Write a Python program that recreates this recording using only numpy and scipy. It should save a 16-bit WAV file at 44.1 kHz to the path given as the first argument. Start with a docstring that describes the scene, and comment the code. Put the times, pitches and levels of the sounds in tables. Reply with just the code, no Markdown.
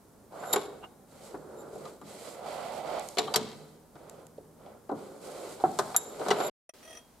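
"""A loose steel bar, the handle of a vise, clinks in the vise screw as its end is pushed between the jaws.
Each hit knocks the heavy vise, clacks the screw head and rings the bar. In between, steel slides on
steel, the bench booms and the workshop hums faintly. After a short silence with one click in it, the
bar, now held in the hand, is slid softly through the screw head."""
import sys
import numpy as np
from scipy import signal
from scipy.fft import rfft, irfft, next_fast_len
from scipy.io import wavfile
from scipy.ndimage import map_coordinates

SR = 44100
rng = np.random.default_rng(int(sys.argv[2]) if len(sys.argv) > 2 else 0)


def store_pcm(level_fs):
    """Save levels as 16-bit WAV."""
    pcm = np.round(np.clip(level_fs, -1, 1) * 32767).astype(np.int16)
    wavfile.write(sys.argv[1], SR, np.atleast_2d(pcm).T)


N = 317520
TIME = np.arange(N) / SR
STEPS = np.arange(0, N, 64) / SR  # a coarser clock for loudness curves

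# hits of the bar on the vise: (time [s], knock level [dB], knock pitch [Hz], knock spread [octaves],
# clack level [dB], clack pitch [Hz], ring level [dB])
HITS = [(0.322, -47, 695, 0.64, -73, 4200, -78), (0.433, -38.5, 1150, 1.1, -66, 2530, -62),
        (0.530, -34.5, 850, 1.2, -34.5, 5400, -35), (0.536, -27.5, 800, 1.3, -40.5, 4800, -28.5),
        (0.56, -26, 700, 1.12, -38, 2790, -40.5), (1.342, -38, 480, 1.7, -77, 4100, -88),
        (1.725, -45, 500, 0.57, -77, 5000, -80), (1.754, -38, 487, 0.54, -78, 5100, -62),
        (1.853, -43.5, 825, 0.74, -55.5, 4400, -67), (2.014, -46.5, 580, 1.6, -66, 4260, -65),
        (3.171, -30, 480, 1.1, -40.5, 3010, -61), (3.184, -25.5, 686, 0.72, -27.5, 3980, -40.5),
        (3.274, -39, 920, 0.56, -51, 3300, -65), (3.3395, -28, 1110, 0.67, -31.5, 4500, -42.5),
        (3.3591, -27.5, 700, 0.89, -25.5, 6320, -38), (3.955, -48.5, 520, 1.8, -68, 4000, -89),
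        (4.377, -48, 490, 0.62, -74, 4420, -95), (4.661, -46.5, 696, 0.33, -67.5, 3780, -93.5),
        (4.892, -31.5, 655, 0.85, -65.5, 3670, -84), (4.914, -29, 620, 0.59, -67, 4800, -80),
        (5.6, -40, 700, 0.66, -58, 4030, -81), (5.638, -26.5, 790, 0.75, -65, 4330, -79.5),
        (5.788, -23.5, 860, 0.87, -33, 6450, -49.5), (5.945, -31.5, 1380, 0.88, -47, 3240, -64.5),
        (5.9641, -48.5, 300, 1.7, -40, 7270, -18.5), (6.196, -33.5, 580, 0.55, -55.5, 2990, -72),
        (6.211, -32.5, 607, 1.15, -54.5, 3480, -61.5), (6.262, -32, 724, 1.4, -53, 3900, -65),
        (6.284, -28, 700, 1.1, -40.5, 5890, -58), (6.305, -24, 950, 0.67, -35.5, 4970, -49),
        (6.312, -29.5, 1000, 0.97, -35, 3260, -53.5), (6.402, -27, 740, 1.04, -44, 3500, -65)]
# light ticks of grit, with no knock: (time [s], level [dB])
TICKS = [(2.996, -45.5), (3.0877, -43), (4.097, -49.5), (4.268, -57), (5.717, -55)]
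# modes, the tones a part rings at; t60 is the time to fade by 60 dB: (pitch [Hz], level [dB], t60 [s])
BAR_MODES = [(3790, -23, .07), (7232, 0, .056), (11175, -5.5, .055), (11600, -5.5, .048)]
VISE_MODES = [(149, -12, 0.24), (215, -9, 0.044), (288, -15, 0.28), (365, 2, 0.034), (422.7, 0, 0.11),
              (560, 2.5, 0.018), (721.5, 0.5, 0.048), (779, -4, 0.059), (910, -7.5, 0.032),
              (993, -2.5, 0.033), (1198.5, -7.5, 0.046), (1395, -12.5, 0.061), (1504, -6.5, 0.041)]
SCREW_MODES = [(2003, 4.5, 0.028), (2230, 1.5, 0.061), (3120, 2.5, 0.025), (3400, 1.5, 0.03),
               (3726, -1, 0.075), (3990, -1, 0.089), (4210, -3.5, 0.029), (4450, -5, 0.024),
               (4690, -2, 0.031), (4900, -10, .04), (5750, -2.5, 0.022), (6800, 2, 0.012),
               (6800, -1, 0.022), (7480, 3.5, .02), (8160, 8.5, 0.015), (10070, -6.5, 0.023)]
# single tones that stand out of a hit: (time [s], pitch [Hz], level [dB], t60 [s])
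NOTES = [(0.531, 3780, -31.5, 0.05), (0.532, 11900, -32, .03), (0.56, 413, -27, 0.065),
         (0.561, 7200, -33, 0.03), (1.854, 1220, -47.5, .06), (2.014, 1190, -51, .06),
         (3.182, 4330, -30.5, 0.038), (3.184, 7250, -35, 0.08), (3.185, 442, -29, 0.1),
         (3.277, 1160, -40, 0.067), (3.277, 3160, -46, .05), (3.342, 4700, -26.5, 0.028),
         (3.3593, 3190, -30, 0.021), (3.3595, 5550, -30, .02), (3.36, 11900, -31, 0.009),
         (3.362, 148, -34, .3), (3.4, 226, -39, .35), (4.383, 545, -42, 0.025), (4.916, 286, -31.5, .15),
         (5.6385, 757, -15, 0.05), (5.639, 360, -24.5, 0.056), (5.791, 395, -28.5, 0.08),
         (6.308, 1990, -31, 0.038), (6.309, 2920, -29.5, 0.03), (6.309, 5700, -36.5, 0.03),
         (6.31, 406, -22, .08)]
# rattles after hard hits and as the bar is drawn out; swell is the level change from start to end:
# (start [s], length [s], swell [dB], clack level [dB], ring level [dB])
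RATTLES = [(0.576, 0.087, -9, -54.5, -58), (3.206, 0.054, -7.5, -51, -65), (3.377, 0.16, -5, -52.5, -69.5),
           (6.368, .12, 3, -65.5, -55)]
# pushes of the bar over the jaws:
# (start [s], length [s], swell [dB], rumble level [dB], rumble pitch [Hz], grind [dB], hiss [dB])
PUSHES = [(0.295, 0.24, 12, -43.5, 667, -60, -60.5), (0.546, 0.3, -8.5, -51, 462, -86, -66),
          (1.062, 0.21, 10, -56, 570, -67, -62), (1.261, 0.43, 5.5, -47, 445, -75, -68),
          (1.682, 0.2, 6.5, -49, 450, -66, -60), (2.017, 0.27, 10, -49.5, 512, -58.5, -53.5),
          (2.289, 0.14, 3.5, -47, 600, -63.5, -68), (2.419, 0.38, -3, -43, 633, -52, -55),
          (2.814, .16, 2.5, -38.5, 634, -48, -57), (2.99, 0.17, -6.5, -55.5, 546, -67, -54.5),
          (3.2, 0.14, 7, -47, 558, -74, -59.5), (3.36, 0.39, -12, -55, 456, -70.5, -64),
          (3.924, 0.27, 5.5, -54, 548, -70.5, -71), (4.56, 0.16, 2.5, -52.5, 511, -72, -87),
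          (4.93, 0.35, -6.5, -50, 492, -67.5, -63), (5.193, 0.34, 2, -43.5, 470, -58, -52.5),
          (5.555, 0.36, 7.5, -50.5, 653, -61, -54.5), (5.97, 0.35, 14.5, -44.5, 500, -60, -56.5),
          (6.198, 0.25, 14, -38.5, 620, -50, -61)]
# the bar's edge catches, and the screw turns: (start [s], length [s], swell [dB], level [dB])
CATCHES = [(0.35, 0.17, 22, -57), (0.526, 0.0096, 3, -22.5), (0.546, 0.12, -18, -61),
           (1.57, 0.054, -9, -54.5), (5.962, 0.21, -13.5, -55), (6.341, 0.14, 11.5, -44.5)]
TURNS = [(2.389, .41, 5, -42.5), (2.831, 0.15, 4.5, -39.5)]
# heavy hits that shake the bench: (time [s], level [dB])
SHAKES = [(1.754, -48), (2.017, -48), (3.184, -42), (3.367, -38.5), (4.92, -43), (5.645, -39), (5.8, -42.5),
          (6.289, -39.5)]
# resonances, the pitches that a part boosts: (pitch [Hz], width [Hz], level [dB])
NUT_PEAKS = [(700, 320, 0)]
HELD_BAR_PEAKS = [(642, 43, 0.5), (1252, 23, -3.5), (1890, 42, -2.5), (2550, 37, -5.5), (3230, 54, -7),
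                  (5850, 140, -6.5), (9100, 92, -6.5), (10500, 60, -15.5), (12500, 220, -22)]
BENCH_PEAKS = [(116, 10, -11), (151.4, 8.8, 0.5), (213, 43, -0.5), (312, 34, -6)]
# tone colours of the noises: (frequency [Hz], level [dB])
THUD_COLOUR = [(40, -21.5), (110, -34.5), (300, -1), (700, -5.5), (1350, -6), (1800, -13), (3500, -28.5),
               (8000, -73)]
CRACK_COLOUR = [(600, -24.5), (1700, 1), (3500, 0), (8000, -7.5), (10000, -10.5), (12000, -8.5),
                (14000, -20), (16000, -26.5)]
RUMBLE_COLOUR = [(40, -34.5), (100, -24), (200, -5.5), (450, -3), (730, -4.5), (1000, -5.5), (1400, -1),
                 (1800, -14), (3500, -29)]
GRIND_COLOUR = [(700, -22), (1500, -2.5), (2300, 5), (3300, 0.5), (4600, 0), (6000, -9.5), (10000, -31)]
HISS_COLOUR = [(2000, -32), (4000, -3), (6000, -7), (7600, -1.5), (10000, -7), (12500, -10.5),
               (14500, -19.5), (16000, -37.5)]
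AIR_COLOUR = [(15, -63.5), (25, -8.5), (105, -13), (206, -11.5), (249, -6), (317, -13), (863, -16),
              (2690, -34.5), (9000, -30), (13000, -32), (16000, -38)]
HUSH_COLOUR = [(25, -26), (153, -29), (354, -5), (607, -11), (714, -20), (4610, -22), (16000, -33)]
# faint tones of the workshop's hum: (pitch [Hz], level [dB])
HUM_TONES = [(80.7, -75), (107.7, -76), (199.2, -74.5)]
# rise and fall of its strongest tone: (time [s], level [dB])
DRONE_LEVELS = [(0, -85.5), (3, -71), (3.9, -65), (4.55, -62.5), (4.9, -81), (6.5, -84.5)]
# how long the room echoes: (frequency [Hz], time to fade by 68 dB [s])
ECHO_TIMES = [(150, 1), (500, 1), (1500, 0.93), (4000, 0.93), (8000, 0.68), (14000, 0.21)]
# stereo width: (frequency [Hz], side minus middle [dB])
WIDTH = [(50, -5.5), (200, -11.5), (700, -8), (3000, -5), (8000, -2), (14000, -0.5)]
# where the bar's ring and the whole hits are heard: (frequency [Hz], left minus right [dB])
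RING_PAN = [(7200, 1), (11200, -2.5)]
HIT_PAN = [(400, -0.5), (1200, 2.5), (3500, 0.8)]
# where the rubbing is heard: (time [s], left minus right [dB])
RUB_PAN = [(0, -3.5), (1.9, -1.5), (2.8, -6), (3.3, -3), (5.3, -2), (6.3, -1)]

REBOUND_S, REBOUND_DB, REBOUND_DULL_DB = 0.0045, -2.5, -5.5  # a bounce loses more clack than knock
ATTACK_S, RELEASE_T60 = 0.056, 0.46  # how a push takes hold and lets go
REST_DB, REST_HZ = -63, 403  # faint rumble of the bar resting on the jaws
PAUSE_START_S, PAUSE_END_S = 6.499, 6.737
SIDES = np.array([[0.5], [-0.5]])  # half to the left, the opposite half to the right


def bar_hits():
    """Each hit sounds the vise, screw head and bar, then bounces once; ticks leave the vise still."""
    out, t = np.zeros((2, N)), np.arange(SR // 3) / SR
    for start, db in TICKS:
        tick = (clack(t, centre_hz=7500) + amp(-1) * clink(t)) * fade(t, t60=0.0091)
        add(out, start, amp(db) * unit_hit(tick))
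    for start, knock_db, knock_hz, octaves, clack_db, clack_hz, ring_db in HITS:
        def strike(db):
            return amp(knock_db) * knock(t, knock_hz, octaves) + amp(db + 2.5) * clack(t, clack_hz)
        add(out, start, strike(clack_db) + amp(ring_db) * clink(t))
        add(out, start + REBOUND_S, amp(REBOUND_DB) * strike(clack_db + REBOUND_DULL_DB))
    return out


def clink(t):
    """The struck bar snaps and rings in its high modes, the highest louder on the right."""
    tones = unit_hit(ring(BAR_MODES, t, np.ones_like, scatter_db=1, detune=0.0008))
    bright = colour([(2500, -29), (7000, 3), (10000, 0.5), (15000, -26)])
    snap = noise(bright, len(t)) * fade(t, t60=0.0071)
    return panned(tones + amp(-5) * unit_hit(snap), RING_PAN, left_lag_s=0.00001)


def knock(t, centre_hz, octaves):
    """The heavy vise takes a moment to swing; the bench adds a dull thud."""
    weight = lambda hz: np.exp(-0.5 * (np.log2((hz + 1) / centre_hz) / octaves) ** 2)
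    tones = ring(VISE_MODES, t, weight, scatter_db=2, detune=0.006)
    thud = noise(lambda hz: colour(THUD_COLOUR)(hz) * weight(hz), len(t)) * fade(t, t60=0.11)
    rise = 1 - np.exp(-t * octaves ** 2 / 0.0019)  # a softer hit has less spread and starts more slowly
    return unit_hit((unit_hit(tones) + amp(-3) * unit_hit(thud)) * rise)


def clack(t, centre_hz):
    """Steel chatters briefly on steel and rings the screw head."""
    weight = lambda hz: around(hz, centre_hz, octaves=0.93)
    tones = ring(SCREW_MODES, t, weight, scatter_db=2.5, detune=0.008)
    crack = noise(lambda hz: colour(CRACK_COLOUR)(hz) * weight(hz), len(t)) * fade(t, t60=0.056)
    rise = 1 - np.exp(-t / 0.0002)
    return unit_hit((unit_hit(tones) + amp(3) * unit_hit(crack)) * rise)


def notes():
    """Depending on where a hit lands, single tones stand out, roughened by the chatter."""
    out, t = np.zeros((2, N)), np.arange(SR // 3) / SR
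    rise = 1 - np.exp(-t / 0.0019)
    for start, hz, db, t60 in NOTES:
        chatter = noise(lambda f: resonances([(hz, mode_width(t60), 0)], f) ** 2, len(t))
        tone = np.sin(2 * np.pi * hz * t) + 0.42 * chatter
        add(out, start, amp(db) * unit_hit(tone * fade(t, t60) * rise))
    return out + amp(-13) * room_echo(out)  # close by, so little echo


def rattles(count=12):
    """The loose bar chatters in small, uneven clacks, each ringing it a little."""
    out, t = np.zeros((2, N)), np.arange(SR // 15) / SR
    for start, length, swell_db, clack_db, ring_db in RATTLES:
        for k in range(count):
            progress = (k + rng.random()) / count
            gain = amp(swell_db * (progress - 0.5) - 1.5 * rng.uniform(-1.3, 1))
            hit = amp(clack_db) * clack(t, centre_hz=3700) + amp(ring_db) * clink(t)
            add(out, start + progress * length, gain * hit)
    return out


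def pushes():
    """Add up the pushes into four curves: rumble gain, rumble pitch, grind gain and hiss gain."""
    power = np.array([gesture(*row[:3], RELEASE_T60) for row in PUSHES]) ** 2
    rumble_db, pitch_hz, grind_db, hiss_db = np.transpose(PUSHES)[3:]
    rumble, grind, hiss = (amp(db) ** 2 @ power for db in (rumble_db, grind_db, hiss_db))
    rest = amp(REST_DB) ** 2
    mean_hz = ((pitch_hz * amp(rumble_db) ** 2) @ power + REST_HZ * rest) / (rumble + rest)
    return np.sqrt(rumble + rest), mean_hz, np.sqrt(grind), np.sqrt(hiss)


def dragging(gain, centre_hz):
    """The bar's end drags over the jaws: the vise rumbles, its pitch changing from push to push."""
    rumble = rubbed(VISE_MODES, RUMBLE_COLOUR, modes_db=-10.5, rough_db=0.5)
    hz, t, spectrum = signal.stft(rumble, SR, nperseg=1024)
    centre = np.interp(t, STEPS, centre_hz)
    focus = around(hz[:, None], centre, octaves=1) + around(hz[:, None], centre, octaves=0.36)
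    return smooth(gain) * unit(signal.istft(spectrum * focus, SR, nperseg=1024)[1][:, :N])


def sliding(grind, hiss):
    """Steel slides on steel: a grind in the screw and a fine hiss at the surface."""
    return (smooth(grind) * rubbed(SCREW_MODES, GRIND_COLOUR, modes_db=-1, rough_db=1)
            + smooth(hiss) * rubbed(SCREW_MODES, HISS_COLOUR, modes_db=-22, rough_db=1.05))


def rubbed(modes, spectrum, modes_db, rough_db):
    """Rubbing is many tiny, uneven slips: a noise in which the part's own tones stand out."""
    peaks = [(hz, mode_width(t60), db + modes_db) for hz, db, t60 in modes]
    slips = amp(rough_db * wobble(170) + wobble(20))
    return unit(slips * noise(lambda hz: colour(spectrum)(hz) * (1 + resonances(peaks, hz))))


def turning():
    """The screw turns in its nut with a hollow scrape."""
    return gestures(TURNS, RELEASE_T60) * noise(lambda hz: resonances(NUT_PEAKS, hz) ** 2)


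def singing():
    """Where its edge catches, the rubbed bar sings in its high modes."""
    shapes = [(169, -2.5), (90, 4.5), (70, -2.5), (110, 0.5)]  # (width [Hz], level [dB])
    peaks = [(mode[0], width, db) for mode, (width, db) in zip(BAR_MODES, shapes)]
    tone = noise(lambda hz: resonances(peaks, hz) ** 1.7)  # the power sharpens the peaks
    return gestures(CATCHES, release_t60=0.024) * tone


def squeak():
    """One short catch makes the screw head chirp and the vise groan."""
    peaks = [(900, 700, 0.5), (2820, 84, 2.5), (3340, 180, -10)]
    tone = noise(lambda hz: resonances(peaks, hz) ** 1.7)
    return swell([(0.812, -72), (0.842, -38.5), (0.868, -61)]) * tone


def hand_held_bar(start=6.83, length=0.155, swell_db=6.5, slips_per_s=50, ring_hz=3252):
    """After a click, the held bar slips through the screw head in small jerks; one tone rings on."""
    bursts = [(6.693, -38, 0.03)]  # a short click in the silence: (time [s], level [dB], t60 [s])
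    for k in range(int(length * slips_per_s) + 1):
        jitter, scatter = rng.standard_normal(2)
        offset = (k + 0.15 * jitter) / slips_per_s
        bursts.append((start + offset, -48 + swell_db * (offset / length - 0.5) + 2.5 * scatter, 0.11))
    gain = 0
    for time, db, t60 in bursts:
        t = np.maximum(STEPS - time, 0)
        gain += amp(db) * fade(t, t60) * (1 - np.exp(-t / 0.00094))
    scrape = smooth(gain) * noise(lambda hz: resonances(HELD_BAR_PEAKS, hz) ** 1.02)
    ring_gain = amp(-60) * smooth(gesture(start, length, swell_db, release_t60=0.31))
    return scrape + ring_gain * np.sin(2 * np.pi * ring_hz * TIME)


def bench(rumble):
    """The bench booms under the dragging and after heavy hits."""
    steady = amp(-44) * rumble ** 0.32  # follows the rumble, but swings less
    shaken = [amp(db) * (STEPS > start) * fade(np.abs(STEPS - start), t60=0.58) for start, db in SHAKES]
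    bass = colour([(50, -8), (120, 0), (300, 0), (700, -25)])
    boom = noise(lambda hz: resonances(BENCH_PEAKS, hz) * bass(hz))
    return smooth(np.linalg.norm([steady] + shaken, axis=0)) * boom


def room_echo(x, build_s=0.0053):
    """The workshop's echo builds quickly, and its highs die away first."""
    hz, t, spectrum = signal.stft(rng.standard_normal((2, SR)), SR, nperseg=256)
    decay = 0.00039 ** (t / along(ECHO_TIMES, hz)[:, None])
    tail = signal.istft(spectrum * decay, SR, nperseg=256)[1]
    age = np.arange(tail.shape[1]) / SR
    tail = stereo(tail * (1 - np.exp(-(age / build_s) ** 2)))
    warm = colour([(150, 8), (600, -2.5), (4000, -7.5), (7500, -10.5), (12000, -17.5)])
    tail = filtered(tail / np.linalg.norm(tail[0]), warm)
    return signal.fftconvolve(x.mean(0)[None], tail, axes=1)[:, :N]


def hum(drone_hz=160, waver_db=3):
    """The workshop hums in faint, wavering tones; one swells for a while."""
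    tone = lambda hz: np.sqrt(2) * np.sin(2 * np.pi * hz * TIME + 0.5 * wobble(4.1))
    drone = swell(DRONE_LEVELS) * tone(drone_hz)
    return drone + sum(amp(db + waver_db * wobble(1.6)) * tone(hz) for hz, db in HUM_TONES)


def hush():
    """A soft noise behind the held bar, sinking as the slide ends."""
    return amp(np.interp(TIME, [6.96, 7.04], [-57, -68])) * noise(colour(HUSH_COLOUR))


def ring(modes, t, weight, scatter_db, detune):
    """Fading tones; the spot that is hit changes their strength and, a little, their pitch."""
    hz, db, t60 = np.transpose(modes)
    loudness, sign, tuning, shift = rng.standard_normal((4, len(hz)))
    gain = amp(db + scatter_db * loudness) * weight(hz) * np.sign(sign)
    decay = gain[:, None] * fade(t, t60[:, None])
    phase = 2 * np.pi * (hz * (1 + detune * tuning))[:, None] * t
    skew = 0.14 * shift[:, None]  # left and right are slightly out of step
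    return np.array([(decay * np.sin(phase + side)).sum(0) for side in (skew, -skew)])


def gesture(start, length, swell_db, release_t60):
    """Gain of one push: it rises, swells or sags while held, then fades."""
    t = STEPS - start
    rise = np.clip(t / min(ATTACK_S, length / 2), 0, 1)
    hold = amp(swell_db * (np.clip(t / length, 0, 1) - 0.5))
    return rise * hold * fade(np.maximum(t - length, 0), release_t60)


def gestures(rows, release_t60):
    """Gain of several pushes added together, at every sample."""
    return smooth(sum(amp(db) * gesture(*shape, release_t60) for *shape, db in rows))


def swell(points):
    """Turn (time [s], level [dB]) points into gain, silent outside them."""
    return amp(np.interp(TIME, *np.transpose(points), left=-120, right=-120))


def fade(t, t60):
    """Fall by 60 dB every t60 seconds."""
    return amp(-60 * t / t60)


def smooth(steps):
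    """Fill in a coarse curve at every sample."""
    return np.interp(TIME, STEPS, steps)


def wobble(rate):
    """A smooth random curve with rate new values a second."""
    return map_coordinates(rng.standard_normal(int(N * rate / SR) + 4), [TIME * rate])


def noise(response, size=N):
    """Stereo noise with the given tone colour and an average (rms) level of 1."""
    return unit(stereo(filtered(rng.standard_normal((2, size)), response)))


def stereo(pair):
    """Mix two unrelated signals: nearly mono in the bass, wider in the treble."""
    side = filtered(pair[1], colour(WIDTH))
    return np.array([pair[0] + side, pair[0] - side])


def panned(x, pan, left_lag_s=0):
    """Send each frequency to its own side; the left may arrive later."""
    return filtered(x, lambda hz: amp(SIDES * along(pan, hz))
                    * np.exp(-2j * np.pi * hz * SIDES * left_lag_s))


def filtered(x, response):
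    """Multiply each frequency in x by response(hz)."""
    n = x.shape[-1]
    padded = next_fast_len(n + 4096)
    return irfft(rfft(x, padded) * response(np.fft.rfftfreq(padded, 1 / SR)), padded)[..., :n]


def resonances(peaks, hz):
    """Gain of (pitch [Hz], width [Hz], level [dB]) peaks."""
    return np.sqrt(sum(amp(db) ** 2 / (1 + (2 * (hz - pitch) / width) ** 2) for pitch, width, db in peaks))


def mode_width(t60):
    """Width of a mode in Hz: the longer it rings, the narrower it is."""
    return np.log(1000) / np.pi / t60


def around(hz, centre_hz, octaves):
    """A contact stirs one range of pitches most, set by its hardness and place."""
    return 1 / (1 + (np.log2((hz + 1) / centre_hz) / octaves) ** 2)


def colour(points):
    """Turn (frequency [Hz], level [dB]) points into a filter curve."""
    return lambda hz: amp(along(points, hz))


def along(points, hz):
    """Read between (frequency [Hz], value) points, with octaves evenly spaced."""
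    known_hz, values = np.transpose(points)
    return np.interp(np.log(hz + 1), np.log(known_hz + 1), values)


def amp(db):
    """Decibels to gain."""
    return 10 ** (np.asarray(db) / 20)


def unit(x):
    """Scale to an average (rms) level of 1."""
    return x / np.sqrt(np.mean(x ** 2) + 1e-20)


def unit_hit(x):
    """Scale a hit to the energy of 10 ms of sound at level 1."""
    return x / np.sqrt(np.sum(x ** 2) / 2 / (SR / 100) + 1e-20)


def add(out, start, sound):
    """Mix a sound into out at start seconds."""
    out[:, round(start * SR):][:, :sound.shape[1]] += sound


def scene():
    """Work at the vise, a short silence, then the bar in the hand."""
    hits = bar_hits()
    air = amp(-60.5) * noise(colour(AIR_COLOUR))
    rumble, centre_hz, grind, hiss = pushes()
    rubbing = dragging(rumble, centre_hz) + turning() + sliding(grind, hiss) + singing() + squeak()
    rubbing *= amp(SIDES * np.interp(TIME, *np.transpose(RUB_PAN)))
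    clatter = panned(hits + amp(-8.5) * room_echo(hits) + notes() + rattles(), HIT_PAN)
    at_vise = clatter + rubbing + bench(rumble) + hum() + air
    before_pause = np.clip((PAUSE_START_S - TIME) / 0.002, 0, 1)
    return at_vise * before_pause + hand_held_bar() + (hush() + air) * (TIME > PAUSE_END_S)


def record(dry, ceiling=0.56, low_hz=33, top_hz=15850):
    """Round off the loudest peaks, then cut the deepest bass and the highest treble."""
    rounded = dry / (1 + (dry / ceiling) ** 6) ** (1 / 6)
    return filtered(rounded, lambda hz: hz ** 2 / np.hypot(hz ** 2, low_hz ** 2)
                    / (1 + (hz / top_hz) ** 120))


dry = scene()
out = record(dry)
store_pcm(out)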